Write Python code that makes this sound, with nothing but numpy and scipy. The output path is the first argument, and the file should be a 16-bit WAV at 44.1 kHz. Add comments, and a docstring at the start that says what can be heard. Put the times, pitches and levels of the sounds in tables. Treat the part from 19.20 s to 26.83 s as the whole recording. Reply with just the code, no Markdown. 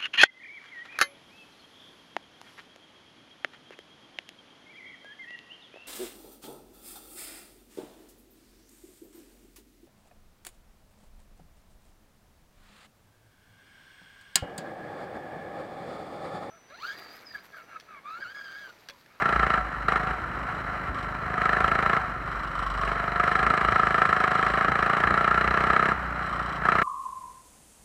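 """The exhaust of a four-stroke, single-cylinder kart, heard on board through a closed camera housing.
On the throttle each firing excites the pipe's modes (a thump) and releases a turbulent jet (a bark).
The piston shakes the frame, the chain whines under tension and bumps thud in the chassis.
Off the throttle, chain and tyres rattle on and the sharper exhaust of a kart ahead is unmasked."""
import sys
import numpy as np
from scipy import signal
from scipy.fft import rfft, irfft
from scipy.io import wavfile

SR = 44100
rng = np.random.default_rng(int(sys.argv[2]) if len(sys.argv) > 2 else 0)


def file_out(sig):
    """Save sig as 16-bit WAV at sys.argv[1]."""
    # one column per channel
    cols = np.atleast_2d(sig).T
    # limit, then scale
    lim = np.clip(cols, -1, 1)
    pcm = np.round(lim * 32767).astype(np.int16)
    wavfile.write(sys.argv[1], SR, pcm)


N = 336483
TIME = np.arange(N) / SR
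CRUISE_HZ = 27  # firing rate at cruising speed; excess_hz is the rate above it


def gain_of(db):
    """Amplitude ratio of a level in decibels."""
    return 10 ** (np.asarray(db) / 20)


def unit_rms(x):
    """Normalisation to rms 1."""
    return x / np.sqrt(np.mean(x ** 2) + 1e-20)


def wander(cutoff_hz):
    """Random fluctuation: low-passed noise of rms 1."""
    f = np.fft.rfftfreq(N, 1 / SR)
    return unit_rms(irfft(rfft(rng.standard_normal(N)) / (1 + (f / cutoff_hz) ** 4), N))


def add(mix, start, sound):
    """Superposition of a sound on the mix, in place."""
    part = mix[round(start * SR):][:len(sound)]
    part += sound[:len(part)]


def pulse_train(times, sizes, shape):
    """Convolution with impulses puts a scaled copy of the shape at each time."""
    impulses = np.zeros(N)
    impulses[np.clip(np.round(times * SR).astype(int), 0, N - 1)] = sizes
    return signal.oaconvolve(impulses, shape)[:N]


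def puff(rise_s, decay_s, tail, tail_s):
    """Envelope of a gush of gas: a rise, then exponential decay with a weak, slower tail."""
    t = TIME[:SR // 10]
    shape = (1 - np.exp(-(t / rise_s) ** 2)) * (np.exp(-t / decay_s) + tail * np.exp(-t / tail_s))
    return shape / shape.max()


def microphone_hiss(level_db=-72):
    """Self-noise of the microphone: steady and white."""
    return gain_of(level_db) * rng.standard_normal(N)


# Resonances of the housing: f/Hz, bandwidth/Hz, boost/dB
HOUSING_MODES = [(732, 35, 6), (1351.5, 61, 7), (2878, 72, 7), (3103, 174, 6.5), (4029, 290, 12.5),
                 (5560, 250, 5), (7790, 830, 7), (10860, 950, 3.5)]
def through_housing(x, spectrum):
    """A minimum-phase filter of unit power gain imposes a source spectrum and the housing's resonances."""
    f = np.fft.rfftfreq(8192, 1 / SR)
    knots_hz, knots_db = np.transpose(spectrum)
    db = np.interp(np.log(f + 1), np.log(knots_hz), knots_db)
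    db += sum(boost / (1 + (2 * (f - hz) / width) ** 2) for hz, width, boost in HOUSING_MODES)
    log_gain = np.log(gain_of(np.r_[db, db[-2:0:-1]]))
    response = np.exp(np.conj(signal.hilbert(log_gain)))
    ring = np.fft.ifft(response).real[:len(f)]
    return signal.oaconvolve(x, ring / np.linalg.norm(ring))[:N]


# Spectrum of the tyres' rumble: f/Hz, relative level/dB
TYRE_SPECTRUM = [(22, -26), (38, -14), (58, 0), (95, -8), (170, -13), (260, -12), (350, -15), (600, -19),
                 (1500, -45), (4000, -80)]
def tyre_roll(level_db=-42, lumpy_db=1):
    """Structure-borne noise: tyres on asphalt rumble through the frame, whatever the throttle does."""
    level = gain_of(level_db + lumpy_db * wander(2.9))
    return through_housing(level * rng.standard_normal(N), TYRE_SPECTRUM)


# Bumps in the track: t/s, level/dB, Gaussian width/s, upper cutoff f/Hz
TRACK_BUMPS = [(1.71, -34, .025, 85), (2.44, -36, .02, 85), (4.3, -36, .03, 600), (4.51, -32, .03, 90),
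               (5.5, -33, .018, 260), (5.85, -36, .02, 120), (5.92, -33, .02, 300)]
def chassis_thuds():
    """Impact excitation: each bump draws a burst of low noise from the unsprung chassis."""
    out = np.zeros(N)
    for at, db, width, top_hz in TRACK_BUMPS:
        band = signal.butter(2, [45, top_hz], "band", fs=SR, output="sos")
        rumble = unit_rms(signal.sosfilt(band, rng.standard_normal(N)))
        out += gain_of(db) * rumble * np.exp(-.5 * ((TIME - at) / width) ** 2)
    return out


# Throttle bursts of the kart ahead: start t/s, duration/s, firing rate f/Hz, relative level/dB
AHEAD_BURSTS = [(1.148, 0.22, 24.8, -46), (1.744, 0.11, 24.6, -38), (3.074, .26, 25.2, -41.5),
                (3.351, 0.38, 26.9, -35), (4.053, 1.4, 28.5, -37.5), (7.027, 0.35, 30.3, -38.5)]
# Spectrum of its cracks: f/Hz, relative level/dB
CRACK_SPECTRUM = [(300, -28), (830, -10), (1060, 23.5), (1250, 24), (2000, -16.5), (3000, 1.5), (4000, -10),
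                  (5600, -10), (6600, -25), (7800, -16.5), (11000, -29.5), (15000, -42)]
def kart_ahead(boost_db=7.0):
    """Pulsed jet noise: runs of bright cracks from an exhaust that points back at the listener."""
    gush = np.zeros(N)
    crack = puff(rise_s=.00092, decay_s=.013, tail=.08, tail_s=.023)
    for start, length, rate, db in AHEAD_BURSTS:
        firings = start + np.arange(0, length, 1 / rate)
        sizes = gain_of(db + boost_db + rng.standard_normal(len(firings)))
        gush += pulse_train(firings, sizes, crack)
    return through_housing(gush * rng.standard_normal(N), CRACK_SPECTRUM)


def chain_tension(opening, lag_s=.023):
    """First-order lag: the chain takes up the pull a little after the throttle."""
    pole = np.exp(-1 / (lag_s * SR))
    return 1 - signal.lfilter([1 - pole], [1, -pole], 1 - opening)


def chain_whine(cycles, firing_hz, tension, teeth_per_cycle=28, guard_hz=736, guard_width_hz=83):
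    """Forced resonance: the sprocket's meshing tone swells and wavers near the chain guard's note."""
    resonance = 1 / (1 + (2 * (teeth_per_cycle * firing_hz - guard_hz) / guard_width_hz) ** 2)
    level = gain_of(-42.5 + 7.6 * resonance) * np.sqrt(np.maximum(tension, 0))
    level *= 1 + .3 * wander(14)
    phase_jitter = (.25 + 1.5 * resonance) * wander(9)
    return level * np.sin(2 * np.pi * teeth_per_cycle * cycles + phase_jitter)


# Spectrum of chain and valve gear: f/Hz, relative level/dB
GEAR_SPECTRUM = [(350, -27), (550, -3), (850, -2.5), (1020, 0.5), (1200, 5.5), (1900, 0), (2600, -15.5),
                 (3500, -28), (5000, -31.5), (8000, -41.5), (12000, -45.5), (15500, -53)]
def gear_rattle(cycles, tension, excess_hz, slack_db=4.5, db_per_hz=.31, flutter_db=1.5):
    """Amplitude-modulated noise: chain and valves grow with load and speed and throb at each crank turn."""
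    db = -29 - slack_db * (1 - tension) + db_per_hz * excess_hz + flutter_db * wander(55)
    throb = 1 + .14 * np.cos(4 * np.pi * cycles)
    return through_housing(gain_of(db) * throb * rng.standard_normal(N), GEAR_SPECTRUM)


# Swells of the frame's vibration: t/s, Gaussian width/s, boost/dB
SHAKE_SWELLS = [(.22, 0.12, 14), (.75, 0.23, 7), (3.656, 0.27, 9), (4.47, .04, 10), (6.302, 0.052, 9.5),
                (6.934, .09, 7)]
def piston_shake(cycles, base_db=-43):
    """Forced vibration: the piston shakes the frame twice in each firing cycle."""
    swell_db = sum(boost * np.exp(-.5 * ((TIME - at) / width) ** 2) for at, width, boost in SHAKE_SWELLS)
    level = gain_of(base_db + swell_db) * (1 + .4 * wander(8))
    return level * np.sin(4 * np.pi * cycles + .15 * wander(4.7))


# Presses of the throttle: press t/s, lift t/s, travel time/s, opening (0 to 1)
THROTTLE_PRESSES = [(-.1, .372, .05, .93), (.665, .775, .012, .97), (.78, .93, .03, .62),
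                    (2.0, 2.785, .24, .98), (3.56, 3.74, .06, .76), (3.7, 3.96, .05, .6),
                    (3.87, 6.713, .11, 1.0), (7.39, 7.8, .07, .97)]
def throttle(shut_s=.013, overshoot=.038, settle_s=.5):
    """Step response of the slide, 0 to about 1: it opens, overshoots, settles and snaps shut."""
    opening = np.zeros(N)
    for press, lift, travel, depth in THROTTLE_PRESSES:
        held = np.clip(np.minimum((TIME - press) / travel, 1 - (TIME - lift) / shut_s), 0, 1)
        surge = 1 + overshoot * np.exp(-np.maximum(TIME - press - travel, 0) / settle_s)
        opening = np.maximum(opening, depth * held * surge)
    return opening


def starvation_db(opening, loss_db=6.5, recover_s=.14):
    """Exponential recovery: after a lift the engine starves, then picks up its idle."""
    lifts = [lift for _, lift, _, _ in THROTTLE_PRESSES]
    starved = sum((TIME > lift) * np.exp(-abs(TIME - lift) / recover_s) for lift in lifts)
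    return loss_db * starved * (opening == 0)


# Single firings that burn harder or softer: t/s, level change/dB
ODD_FIRINGS = [(.34, 0), (.684, 3.5), (2.255, -1.5), (2.766, -1), (4.0, -0.5), (4.745, 2.5), (4.817, 3.5),
               (5.04, 4), (6.564, 1.5)]
def combustion_db(firings, spread_db):
    """Cycle-to-cycle variation: no two firings burn alike, and a few stand apart."""
    accents = sum(db * (abs(firings - at) < 1 / (2 * CRUISE_HZ)) for at, db in ODD_FIRINGS)
    return accents + spread_db * rng.standard_normal(len(firings))


def pipe_ring(modes, rise_s=.0005):
    """Modal superposition at the pipe's mouth: damped cosines, neighbours opposite in sign."""
    t = TIME[:SR // 10]
    ring = -sum((-1) ** k * gain_of(db) * width * np.exp(-np.pi * width * t) * np.cos(2 * np.pi * hz * t)
                for k, (hz, width, db) in enumerate(modes))
    ring *= 1 - np.exp(-(t / rise_s) ** 2)
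    return signal.sosfilt(signal.butter(4, 2100, fs=SR, output="sos"), ring)


# Modes of the air in the exhaust pipe: f/Hz, bandwidth/Hz, relative level/dB
PIPE_MODES = [(136, 31.8, 2), (191.9, 28.2, 2), (297, 150, -8), (375.7, 57, -3.5), (459, 31, -1),
              (558, 72, -6.5), (683, 38, 1.5)]
# Modes of the silencer's thin shell: f/Hz, bandwidth/Hz, relative level/dB
SHELL_MODES = [(1020, 410, -16.5), (1247, 123, -2), (1341, 28, 3.5), (1607, 58, -4.5), (1679, 57, 5.5),
               (1798, 68, -1), (2090, 40, -6.5)]
def exhaust_thump(firings, opening, excess_hz, shut_db=4.5, db_per_hz=.46, spread_db=.2):
    """Pressure steps excite the modes of pipe and shell; off the throttle mainly the deep ones sound."""
    deep_modes, bright_modes = PIPE_MODES[:3], PIPE_MODES[3:] + SHELL_MODES
    shut = 1 - np.minimum(opening, 1)
    drive_db = -36.5 - shut_db * shut ** 2 + db_per_hz * excess_hz - starvation_db(opening)
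    deep_db = np.interp(firings, TIME, drive_db) + spread_db * rng.standard_normal(len(firings))
    tilt_db = np.interp(firings, TIME, -.07 * excess_hz - 13 * shut)
    bright_db = deep_db + tilt_db + combustion_db(firings, spread_db)
    out = pulse_train(firings, gain_of(bright_db), pipe_ring(bright_modes))
    # Hot gas carries sound faster: the deep modes rise with speed and sag off the throttle.
    tunings = np.interp(firings, TIME, 1 + .015 * excess_hz - .071 * shut)
    for at, size, tuning in zip(firings, gain_of(deep_db), tunings):
        add(out, at, size * pipe_ring([(hz * tuning, width, db) for hz, width, db in deep_modes]))
    ring_rms = np.sqrt(np.mean(pipe_ring(deep_modes)[:SR // 40] ** 2))
    return out / ring_rms


# Spectrum of the exhaust jet: f/Hz, relative level/dB
JET_SPECTRUM = [(600, -17), (950, -16), (1280, 3.5), (1500, -11), (1720, -7), (2050, -10.5), (2650, -22),
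                (3400, -32), (4500, -38), (6300, -45), (8500, -50.5), (11000, -54), (15000, -96)]
def exhaust_bark(firings, opening, excess_hz, shut_db=21.5, db_per_hz=.03, lead_s=.00052):
    """Turbulence: gas escapes as the valve lifts, in a burst of jet noise without bass."""
    drive_db = -16.5 - shut_db * (1 - opening) + db_per_hz * excess_hz
    db = np.interp(firings, TIME, drive_db) + combustion_db(firings, spread_db=.77)
    burst = puff(rise_s=.0014, decay_s=.0066, tail=.05, tail_s=.011)
    gush = pulse_train(firings - lead_s, gain_of(db), burst)
    jet = through_housing(gush * rng.standard_normal(N), JET_SPECTRUM)
    return signal.sosfilt(signal.butter(3, 650, "high", fs=SR, output="sos"), jet)


# Engine speed: t/s, firing rate f/Hz
FIRING_RATE = [(0.0, 28.7), (0.15, 28.88), (0.56, 25.16), (0.71, 26.98), (1.17, 25.95), (2.05, 25.83),
               (2.48, 27.05), (2.75, 28.55), (2.89, 24.57), (3.46, 23.28), (4.13, 25.97), (4.27, 27.5),
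               (4.67, 26.92), (4.85, 27.32), (5.11, 26.35), (5.33, 27.51), (5.58, 27.82), (6.31, 30.62),
               (6.68, 32.87), (6.82, 30.48), (7.34, 28.96), (7.64, 31.24)]
def scene():
    """Superposition: engine and chain, locked to one firing cycle, over tyres, bumps and the kart ahead."""
    firing_hz = np.interp(TIME, *np.transpose(FIRING_RATE))
    excess_hz = firing_hz - CRUISE_HZ
    cycles = .42 + np.cumsum(firing_hz) / SR  # one cycle is two crank turns
    firings = TIME[1:][np.diff(np.floor(cycles)) > 0]
    opening = throttle()
    tension = chain_tension(opening)
    exhaust = exhaust_thump(firings, opening, excess_hz) + exhaust_bark(firings, opening, excess_hz)
    chassis = piston_shake(cycles) + gear_rattle(cycles, tension, excess_hz) + tyre_roll()
    chassis += chain_whine(cycles, firing_hz, tension) + chassis_thuds()
    return (exhaust + chassis + kart_ahead() + microphone_hiss())[None]


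def record(dry, low_hz=35, high_hz=15700):
    """Band limiting: the microphone drops the deepest bass and the highest treble."""
    thinned = signal.sosfilt(signal.butter(2, low_hz, "high", fs=SR, output="sos"), dry)
    low_pass = signal.firwin(511, high_hz, window=("kaiser", 9), fs=SR)
    return signal.oaconvolve(thinned, low_pass[None], "same")


dry = scene()
out = record(dry)
file_out(out)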